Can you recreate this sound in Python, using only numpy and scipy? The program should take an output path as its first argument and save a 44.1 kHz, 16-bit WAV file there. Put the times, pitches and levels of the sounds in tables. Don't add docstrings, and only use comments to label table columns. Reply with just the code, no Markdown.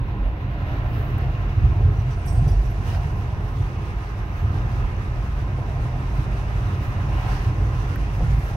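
import sys
import numpy as np
from scipy import signal
from scipy.fft import rfft, irfft, next_fast_len
from scipy.io import wavfile
from scipy.ndimage import uniform_filter1d, map_coordinates

SR = 44100
rng = np.random.default_rng(int(sys.argv[2]) if len(sys.argv) > 2 else 0)


def store_wav(level_fs):
    pcm = np.round(np.clip(np.atleast_2d(level_fs), -1, 1) * 32767)
    wavfile.write(sys.argv[1], SR, pcm.T.astype(np.int16))


N = 377488

# centre in Hz, width in Hz, level in dB.
CABIN_MODES = [(51.4, 18.6, -28.5), (92.8, 38, -29), (123.1, 32.2, -30.5)]
# centre and half length in seconds, swell in dB of each cabin mode.
ROAD_STRETCHES = [(.27, 0.065, 6.5, -2.5, -11), (1.3, 0.52, 1.5, 2, 2.5), (1.66, 0.085, 4, 8.5, 0),
                  (1.88, 0.13, 2.5, 12, 7), (2.08, 0.043, 4, -7, 9.5), (2.22, 0.035, -3, 2, -9),
                  (2.43, 0.13, 7.5, 10.5, 6), (2.62, 0.079, 10, -0.5, 2.5), (3.1, 0.38, -1.5, 2, -1),
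                  (4.1, 0.23, -0.5, -2.5, -3.5), (4.52, 0.12, 0.5, 3, 4), (4.82, 0.074, 4.5, 3.5, -0.5),
                  (5.15, 0.06, 5.5, -2, 0.5), (5.62, 0.12, -1, 2, 0.5), (5.85, 0.053, 5, -3, 8),
                  (6.15, 0.13, 2.5, -1, 4.5), (6.55, 0.33, 5, 0.5, 0.5), (6.75, 0.086, -9, 4.5, 3.5),
                  (7.2, 0.14, 5.5, 1, 4.5), (7.55, 0.12, 1, 5.5, 4.5), (7.9, 0.26, 2.5, 2, 1),
                  (8.3, 0.1, 5.5, 1, 6.5), (8.43, 0.024, 2, -3, -1)]


def cabin_boom(shake_db, bump_db=2, bumps_per_s=14):
    out = 0
    for (hz, width_hz, level_db), road_db in zip(CABIN_MODES, shake_db):
        db = level_db + road_db + bump_db * wobble(bumps_per_s)
        resonance = lambda f: np.abs(hz * width_hz / (hz * hz - f * f + 1j * f * width_hz))
        ring = noise(lambda f: resonance(f) ** 2.38 * f ** 2 / (f ** 2 + 30 ** 2), patchy_db=-2.0)
        envelope = np.sqrt(np.abs(uniform_filter1d(ring.mean(0) ** 2, size=4000))) + 0.068
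        out = out + amp(db) * unit(ring / envelope ** 0.99)
    return out


# start in seconds, blow in dB on the low, middle and upper cabin mode.
WHEEL_DROPS = [(2.35, -28.5, -19, -12), (2.422, -17, -3, -11), (2.466, -14, -7, -9.5),
               (8.226, -17, -4.5, -9), (8.327, -7.5, -16, -28.5)]


def wheel_thuds(rise_s=0.0049):
    out, t = np.zeros(N + SR), np.arange(SR // 4) / SR
    for start_s, *blows_db in WHEEL_DROPS:
        for (hz, width_hz, _), db in zip(CABIN_MODES, blows_db):
            envelope = np.exp(-np.pi * width_hz * t) * (1 - np.exp(-t / rise_s))
            out[round(start_s * SR):][:len(t)] += amp(db) * envelope * np.sin(2 * np.pi * hz * t)
    return out[:N]


# frequency in Hz, relative density in dB.
DRONE_SPECTRUM = [(82, -23.5), (140, -3.5), (161, -8), (199, -8.5), (238, -15.5), (340, -14), (387, -17.5),
                  (418, -13.5), (454, -22.5), (482, -18.5), (580, -33.5), (750, -62), (1280, -120)]


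def tyre_drone(shake_db, floor_db, level_db=-36.5):
    drone = noise(colour(DRONE_SPECTRUM), patchy_db=0.5)
    drone = lift(drone, floor_db, centre_hz=292, width_hz=33)
    return amp(level_db + 0.16 * sum(shake_db[1:]) + 0.79 * wobble(9)) * drone


# frequency in Hz, relative density in dB.
HUM_SPECTRUM = [(400, -20), (560, -2.5), (700, -3), (1050, -2.5), (1180, -25), (1500, -55)]


def tyre_hum(swell_db, door_db, floor_db, level_db=-43.5):
    hum = noise(through_panels(HUM_SPECTRUM), patchy_db=1.0)
    hum = lift(hum, door_db, centre_hz=693, width_hz=103)
    hum = lift(hum, floor_db, centre_hz=546, width_hz=70)
    return amp(level_db + swell_db + 0.35 * wobble(5.5)) * hum


# frequency in Hz, relative density in dB.
TREAD_SPECTRUM = [(660, -18), (1120, -3.5), (1250, 1), (1490, -6), (1790, -6), (1940, -7.5), (2310, -8.5),
                  (2490, -11), (2770, -7.5), (3300, -27), (4290, -58), (7260, -120)]


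def tyre_tread(swell_db, glass_db, level_db=-45.5):
    tread = noise(through_panels(TREAD_SPECTRUM), patchy_db=0.97)
    return amp(level_db + swell_db) * lift(tread, glass_db, centre_hz=1230, width_hz=51)


# start in seconds, level in dB.
ROAD_CRACKS = [(1.238, -34), (5.583, -31), (8.203, -26)]
# frequency in Hz, level in dB, T60 in seconds.
FLOOR_MODES = [(300, -3, .07), (500, 0, .08), (716, 0, .08), (880, -4, .06)]


def tyre_thumps(rise_s=0.002):
    out, t = np.zeros(N + SR), np.arange(SR // 8) / SR
    for start_s, db in ROAD_CRACKS:
        ring = sum(amp(mode_db + rng.normal(0, 1.5) - 60 * t / t60) * np.sin(2 * np.pi * hz * t)
                   for hz, mode_db, t60 in FLOOR_MODES)
        out[round(start_s * SR):][:len(t)] += amp(db) * (1 - np.exp(-t / rise_s)) * ring
    return out[:N]


# start in seconds, level in dB, ring centre in Hz, ring breadth in octaves.
KEY_CONTACTS = [(1.918, -56, 12550, .02), (1.925, -53, 5860, .03), (1.94, -58, 8620, .02),
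                (1.955, -58, 12550, .02), (1.965, -50, 5860, .03), (1.99, -48, 5860, .03),
                (2.01, -52, 5860, .03), (2.015, -59, 11300, .03), (2.103, -51, 6200, .35),
                (2.115, -47, 5800, .05), (2.127, -50, 4700, .1), (2.13, -59, 8500, .04),
                (2.162, -54, 9400, .03), (2.18, -54, 9400, .03), (2.21, -58, 8400, .03),
                (2.257, -46, 10500, .45), (2.258, -47, 12170, .03), (2.272, -45, 11120, .03),
                (2.273, -40, 5600, .2), (2.276, -42, 8400, .1), (2.29, -46, 5610, .04),
                (2.297, -43, 8400, .1), (2.305, -47, 9400, .04), (2.315, -51, 11120, .03),
                (2.32, -47, 8400, .3), (2.33, -50, 9400, .04), (2.335, -52, 12170, .03),
                (2.352, -42, 8350, .06), (2.36, -49, 9500, .08), (2.368, -42, 4600, .04),
                (2.385, -50, 8350, .03), (2.41, -56, 12170, .03), (2.415, -55, 9400, .05),
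                (2.474, -52, 9800, .4), (2.476, -42, 5860, .04), (2.48, -40, 4880, .05),
                (2.49, -51, 10900, .04), (2.51, -50, 9400, .06), (2.51, -41, 5450, .04),
                (2.54, -50, 4800, .1), (2.6, -56, 13300, .02), (2.625, -53, 13300, .02),
                (2.65, -50, 5500, .1), (2.655, -54, 11750, .03), (2.70, -50, 11750, .03),
                (3.16, -55, 10900, .04), (3.5, -56, 9900, .06), (8.125, -54, 9650, .04),
                (8.155, -54, 9650, .03), (8.17, -57, 11700, .03), (8.30, -52, 11700, .04),
                (8.33, -52, 11500, .05), (8.36, -53, 11700, .04), (8.385, -51, 11200, .1),
                (8.42, -50, 11750, .03), (8.435, -54, 10200, .15), (8.45, -49, 11750, .03),
                (8.48, -52, 11750, .03), (8.51, -53, 11750, .03), (8.535, -53, 11700, .03)]
# frequency in Hz, level in dB, T60 in seconds.
KEY_MODES = [(4600, -4, .08), (4870, -6, .15), (5500, -7, .1), (5610, -1, .16), (5850, -5, .1),
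             (6440, -9, .12), (7470, -14, .12), (8215, -12, .12), (8350, -5, .19), (8420, -9, .14),
             (8620, -10, .1), (9400, -6, .13), (9650, -7, .11), (10900, -8, .14), (11120, -5, .11),
             (11350, -8, .1), (11780, -6, .13), (12170, -6, .16), (12550, -8, .1), (13300, -9, .09),
             (14300, -12, .08)]


def key_jingle(rise_s=0.005, scrape_t60_s=0.2):
    out, t = np.zeros(N + SR), np.arange(SR // 4) / SR
    for start_s, db, centre_hz, octaves in KEY_CONTACTS:
        ring = 0
        for hz, mode_db, t60 in KEY_MODES:
            tremble = np.cumsum(0.085 * rng.standard_normal(len(t)))
            near_db = -6 * (np.log2(hz / centre_hz) / octaves) ** 2
            pitch_hz = hz * (1 + .002 * rng.normal())
            envelope = amp(mode_db + near_db + rng.normal(0, 2) - 60 * t / t60)
            ring = ring + envelope * np.sin(2 * np.pi * pitch_hz * t + tremble)
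        scrape = uniform_filter1d(rng.standard_normal(len(t)), size=7) * np.sin(2 * np.pi * centre_hz * t)
        scrape *= (.35 + 1.5 * octaves) * amp(-60 * t / scrape_t60_s)
        out[round(start_s * SR):][:len(t)] += amp(db) * (ring + scrape) * (1 - np.exp(-t / rise_s))
    return out[:N]


# start in seconds, crack level in dB, knock level in dB.
TRIM_SLIPS = [(1.183, -40, -40), (1.672, -56, -48), (2.948, -56, -35), (3.989, -55, -46), (5.370, -55, -44),
              (5.801, -58, -48), (7.959, -35, -31)]


def trim_ticks(crack_t60_s=0.01, knock_t60_s=0.03):
    cracks, knocks, t = np.zeros(N + SR), np.zeros(N + SR), np.arange(SR // 30) / SR
    ring = sum(gain * np.sin(2 * np.pi * hz * t) for hz, gain in [(1550, 1), (1850, 0.9), (2300, 0.4)])
    for start_s, crack_db, knock_db in TRIM_SLIPS:
        start = round(start_s * SR)
        cracks[start:][:len(t)] += amp(crack_db - 60 * t / crack_t60_s) * rng.standard_normal(len(t))
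        knocks[start:][:len(t)] += amp(knock_db - 60 * t / knock_t60_s) * ring
    return filtered(cracks[:N], lambda hz: 1 / (1 + (9500 / (hz + 1)) ** 6)) + knocks[:N]


# centre in seconds, wind swell in dB, half length in seconds, swish level in dB.
ONCOMING_CARS = [(2.915, 4.5, 0.055, -41.5), (7.26, 2, 0.15, -41)]
# frequency in Hz, relative density in dB.
SWISH_SPECTRUM = [(400, -30), (750, 9), (1100, -11), (1800, -10), (2400, -18), (2900, -7), (3300, -21),
                  (6000, -31), (8000, -44)]


def traffic_swish(crest_hz=4860, crest_width_hz=900, crest_db=-16.5):
    t = np.arange(N) / SR
    sweep = crest = 0
    for centre_s, _, half_s, db in ONCOMING_CARS:
        position = (t - centre_s) / half_s
        sweep += amp(db) * np.exp(-np.abs(position) ** 3)
        crest += amp(db + crest_db) * np.exp(-((position - 0.7) / 0.45) ** 2)
    return (sweep * noise(colour(SWISH_SPECTRUM), patchy_db=3.0)
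            + crest * noise(bell(crest_hz, crest_width_hz), patchy_db=2.5))


# frequency in Hz, relative density in dB.
WIND_SPECTRUM = [(1820, -20), (3100, 2), (3430, 1.5), (3770, 1), (4390, -3.5), (6010, -4), (7500, -16),
                 (9750, -33.5), (16500, -120)]


def wind(swell_db, bright_db, level_db=-57):
    air = noise(colour(WIND_SPECTRUM), patchy_db=0.96)
    treble = filtered(air, lambda hz: 1 / (1 + (4600 / (hz + 1)) ** 12))
    return amp(level_db + swell_db) * (air + (amp(bright_db) - 1) * treble)


# frequency in Hz, relative density in dB.
HISS_SPECTRUM = [(4290, -6), (7300, -9), (8480, 1), (11500, -5), (15000, -22), (22000, -120)]


def air_hiss(swell_db, bright_db, level_db=-68.5):
    return amp(level_db + swell_db + 1.47 * bright_db) * noise(colour(HISS_SPECTRUM), patchy_db=0.9)


# frequency in Hz, relative density in dB.
RUSTLE_SPECTRUM = [(7500, -31), (9300, -8.5), (11000, -3.5), (12500, -0.5), (14900, 1.5), (15900, 0)]
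# centre in seconds, swell in dB, half length in seconds.
RUBS = [(.16, -1, .05), (.4, -1, 0.08), (1.0, 7, .15), (2.3, 5, .05), (2.5, 7, .03), (2.92, 9, 0.076),
        (3.17, 6, 0.055), (3.49, 5, .07), (4.34, 3.5, 0.13), (6.2, 1, .06), (6.86, 6.5, .07), (7.22, 5, .1),
        (8.15, 5, 0.035), (8.42, 5, .07)]


def rustle(swell_db, level_db=-68):
    return amp(level_db + swell_db + swells(RUBS)) * noise(colour(RUSTLE_SPECTRUM), patchy_db=0.9)


# centre in Hz, width in Hz, gain in dB.
PANEL_MODES = [(640, 50, 6.5), (647.5, 19, -21), (700, 99, 5), (805, 36, 5), (981, 23, -8), (982, 59, 7.5),
               (1066, 34, 7), (1126, 51, -3), (1158, 20, 5.5), (1585, 7.1, 9.5), (2506, 68, 5.5),
               (2930, 83, 3)]


def through_panels(spectrum):
    panel_db = lambda f: sum(db / (1 + (2 * (f - hz) / width) ** 2) for hz, width, db in PANEL_MODES)
    return lambda f: amp(along(spectrum, f) + panel_db(f))


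# frequency in Hz, left minus right in dB.
STEREO_BALANCE = [(60, -1.5), (140, -1), (210, -2.5), (330, -0.5), (500, -1), (770, -2), (1170, -6.5),
                  (1790, -2.5), (2740, 3), (4190, -4.5), (6410, -16.5), (9000, -19), (12300, -4.5),
                  (14000, -15), (15500, -22)]
# frequency in Hz, left phase lead in radians.
STEREO_PHASE = [(430, 0), (1030, 0.45), (1460, 2.5), (1980, 3.5), (2840, 6)]


def sides(hz):
    half = np.array([.5, -.5])[:, None]
    return amp(half * along(STEREO_BALANCE, hz)) * np.exp(1j * half * along(STEREO_PHASE, hz))


# frequency in Hz, left-right coherence.
STEREO_COHERENCE = [(60, 0.99), (140, 1), (210, 0.75), (330, 0.99), (500, 0.69), (770, 0.84), (1000, 0.47),
                    (1250, 0.53), (1790, 0.52), (2740, 0.19), (4200, 0.061), (15000, .05)]


def noise(response, patchy_db):
    spectrogram = signal.stft(rng.standard_normal((2, N)), nperseg=512)[2]
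    patches = uniform_filter1d(rng.standard_normal(spectrogram.shape[1:]), size=6, axis=0)
    patches = uniform_filter1d(patches, size=10, axis=1)
    pair = signal.istft(spectrogram * amp(patchy_db * patches / patches.std()), nperseg=512)[1][:, :N]
    size = next_fast_len(N + 8192)
    hz = np.fft.rfftfreq(size, 1 / SR)
    coherence = np.clip(along(STEREO_COHERENCE, hz), 0, 1)
    angle = np.arccos(coherence) / 2
    common, opposed = rfft(pair, size) * np.array([np.cos(angle), np.sin(angle)])
    left, right = sides(hz)
    mid = np.sqrt(abs(left) ** 2 + abs(right) ** 2 + 2 * coherence * (left * right.conj()).real) / 2
    stereo = np.array([left * (common + opposed), right * (common - opposed)])
    return unit(irfft(stereo * response(hz) / mid, size)[:, :N])


def amp(db):
    return 10 ** (np.asarray(db) / 20)


def unit(x):
    return x / np.sqrt(np.mean(np.atleast_2d(x).mean(0) ** 2) + 1e-20)


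def along(points, hz):
    knots_hz, values = np.transpose(points)
    return np.interp(np.log(hz + 1), np.log(knots_hz + 1), values)


def colour(spectrum):
    return lambda hz: amp(along(spectrum, hz))


def bell(centre_hz, width_hz):
    return lambda hz: np.exp(-((hz - centre_hz) / width_hz) ** 2)


def filtered(x, response):
    size = next_fast_len(N + 8192)
    return irfft(rfft(x, size) * response(np.fft.rfftfreq(size, 1 / SR)), size)[..., :N]


def lift(x, db, centre_hz, width_hz):
    return x + (amp(db) - 1) * filtered(x, bell(centre_hz, width_hz))


def curves(rows):
    times_s, *columns = np.transpose(rows)
    return [np.interp(np.arange(N) / SR, times_s, column) for column in columns]


def wobble(knots_per_s):
    knots = rng.standard_normal(int(N * knots_per_s / SR) + 4)
    return map_coordinates(knots, [np.arange(N) * knots_per_s / SR])


def swells(rows):
    t = np.arange(N) / SR
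    return sum(db * np.exp(-((t - centre_s) / half_s) ** 4) for centre_s, db, half_s in rows)


# time in seconds, flow and hum in dB, used about their means.
NOISE_DRIFT = [(0.0, -50, -42), (0.52, -49, -46), (0.71, -46, -42.5), (1.67, -46, -45.5),
               (1.74, -48, -41.5), (1.84, -49, -44.5), (2.38, -48.5, -45.5), (2.81, -48.5, -45),
               (2.98, -47.5, -41), (3.1, -49.5, -42), (4.39, -48.5, -43), (4.58, -47, -42),
               (5.36, -48.5, -43.5), (5.63, -48.5, -42.5), (6.98, -45.5, -41.5), (7.18, -45.5, -38.5),
               (7.29, -43, -40), (7.51, -46.5, -41), (8.54, -46.5, -42), (8.56, -51.5, -39.5)]
# time in seconds, then gain in dB of
MIC_FACING = [(0, -10, -5, 2.5, -7), (.6, -7.5, 6, 5, -5), (1.2, -5, 5, 3.5, -5.5), (2, -1, 4, -1, 0.5),
              (2.5, 4, 8.5, 0.5, -12), (3.2, 1.5, 0, -2, -1), (4.3, 0, 0.5, 0.5, 4), (5.45, 0.5, 0, 2, 0.5),
              (5.65, 1, 6, -1.5, 0), (5.9, 1.5, 2, 1, -1), (7, 1, -0.5, 3.5, 0), (8.56, 3, 1, 0.5, -2)]


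def scene():
    impacts = key_jingle() + trim_ticks() + tyre_thumps() + wheel_thuds()
    impacts = filtered(impacts, lambda hz: 2 * np.abs(sides(hz)) / np.abs(sides(hz)).sum(0))
    centres_s, halves_s, *modes_db = np.transpose(ROAD_STRETCHES)
    shake_db = [swells(zip(centres_s, db, halves_s)) for db in modes_db]
    boom = cabin_boom(shake_db)
    flow_db, hum_db = [curve - curve.mean() for curve in curves(NOISE_DRIFT)]
    bright_db, door_db, floor_db, glass_db = curves(MIC_FACING)
    passing_db = swells(row[:3] for row in ONCOMING_CARS)
    gust = 2 * np.tanh(0.26 * wobble(7) + 0.5 * wobble(15) + 0.64 * wobble(28))
    return (boom + impacts + traffic_swish()
            + tyre_drone(shake_db, floor_db)
            + tyre_hum(hum_db + 0.26 * passing_db, door_db, floor_db)
            + tyre_tread(flow_db + 0.14 * passing_db + 0.31 * gust, glass_db)
            + wind(0.94 * flow_db + passing_db + 0.93 * gust, bright_db)
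            + air_hiss(flow_db + 1.2 * passing_db + 1.3 * gust, bright_db)
            + rustle(flow_db + 1.3 * gust))


def record(dry):
    return filtered(dry, lambda hz: hz < 15800)


dry = scene()
out = record(dry)
store_wav(out)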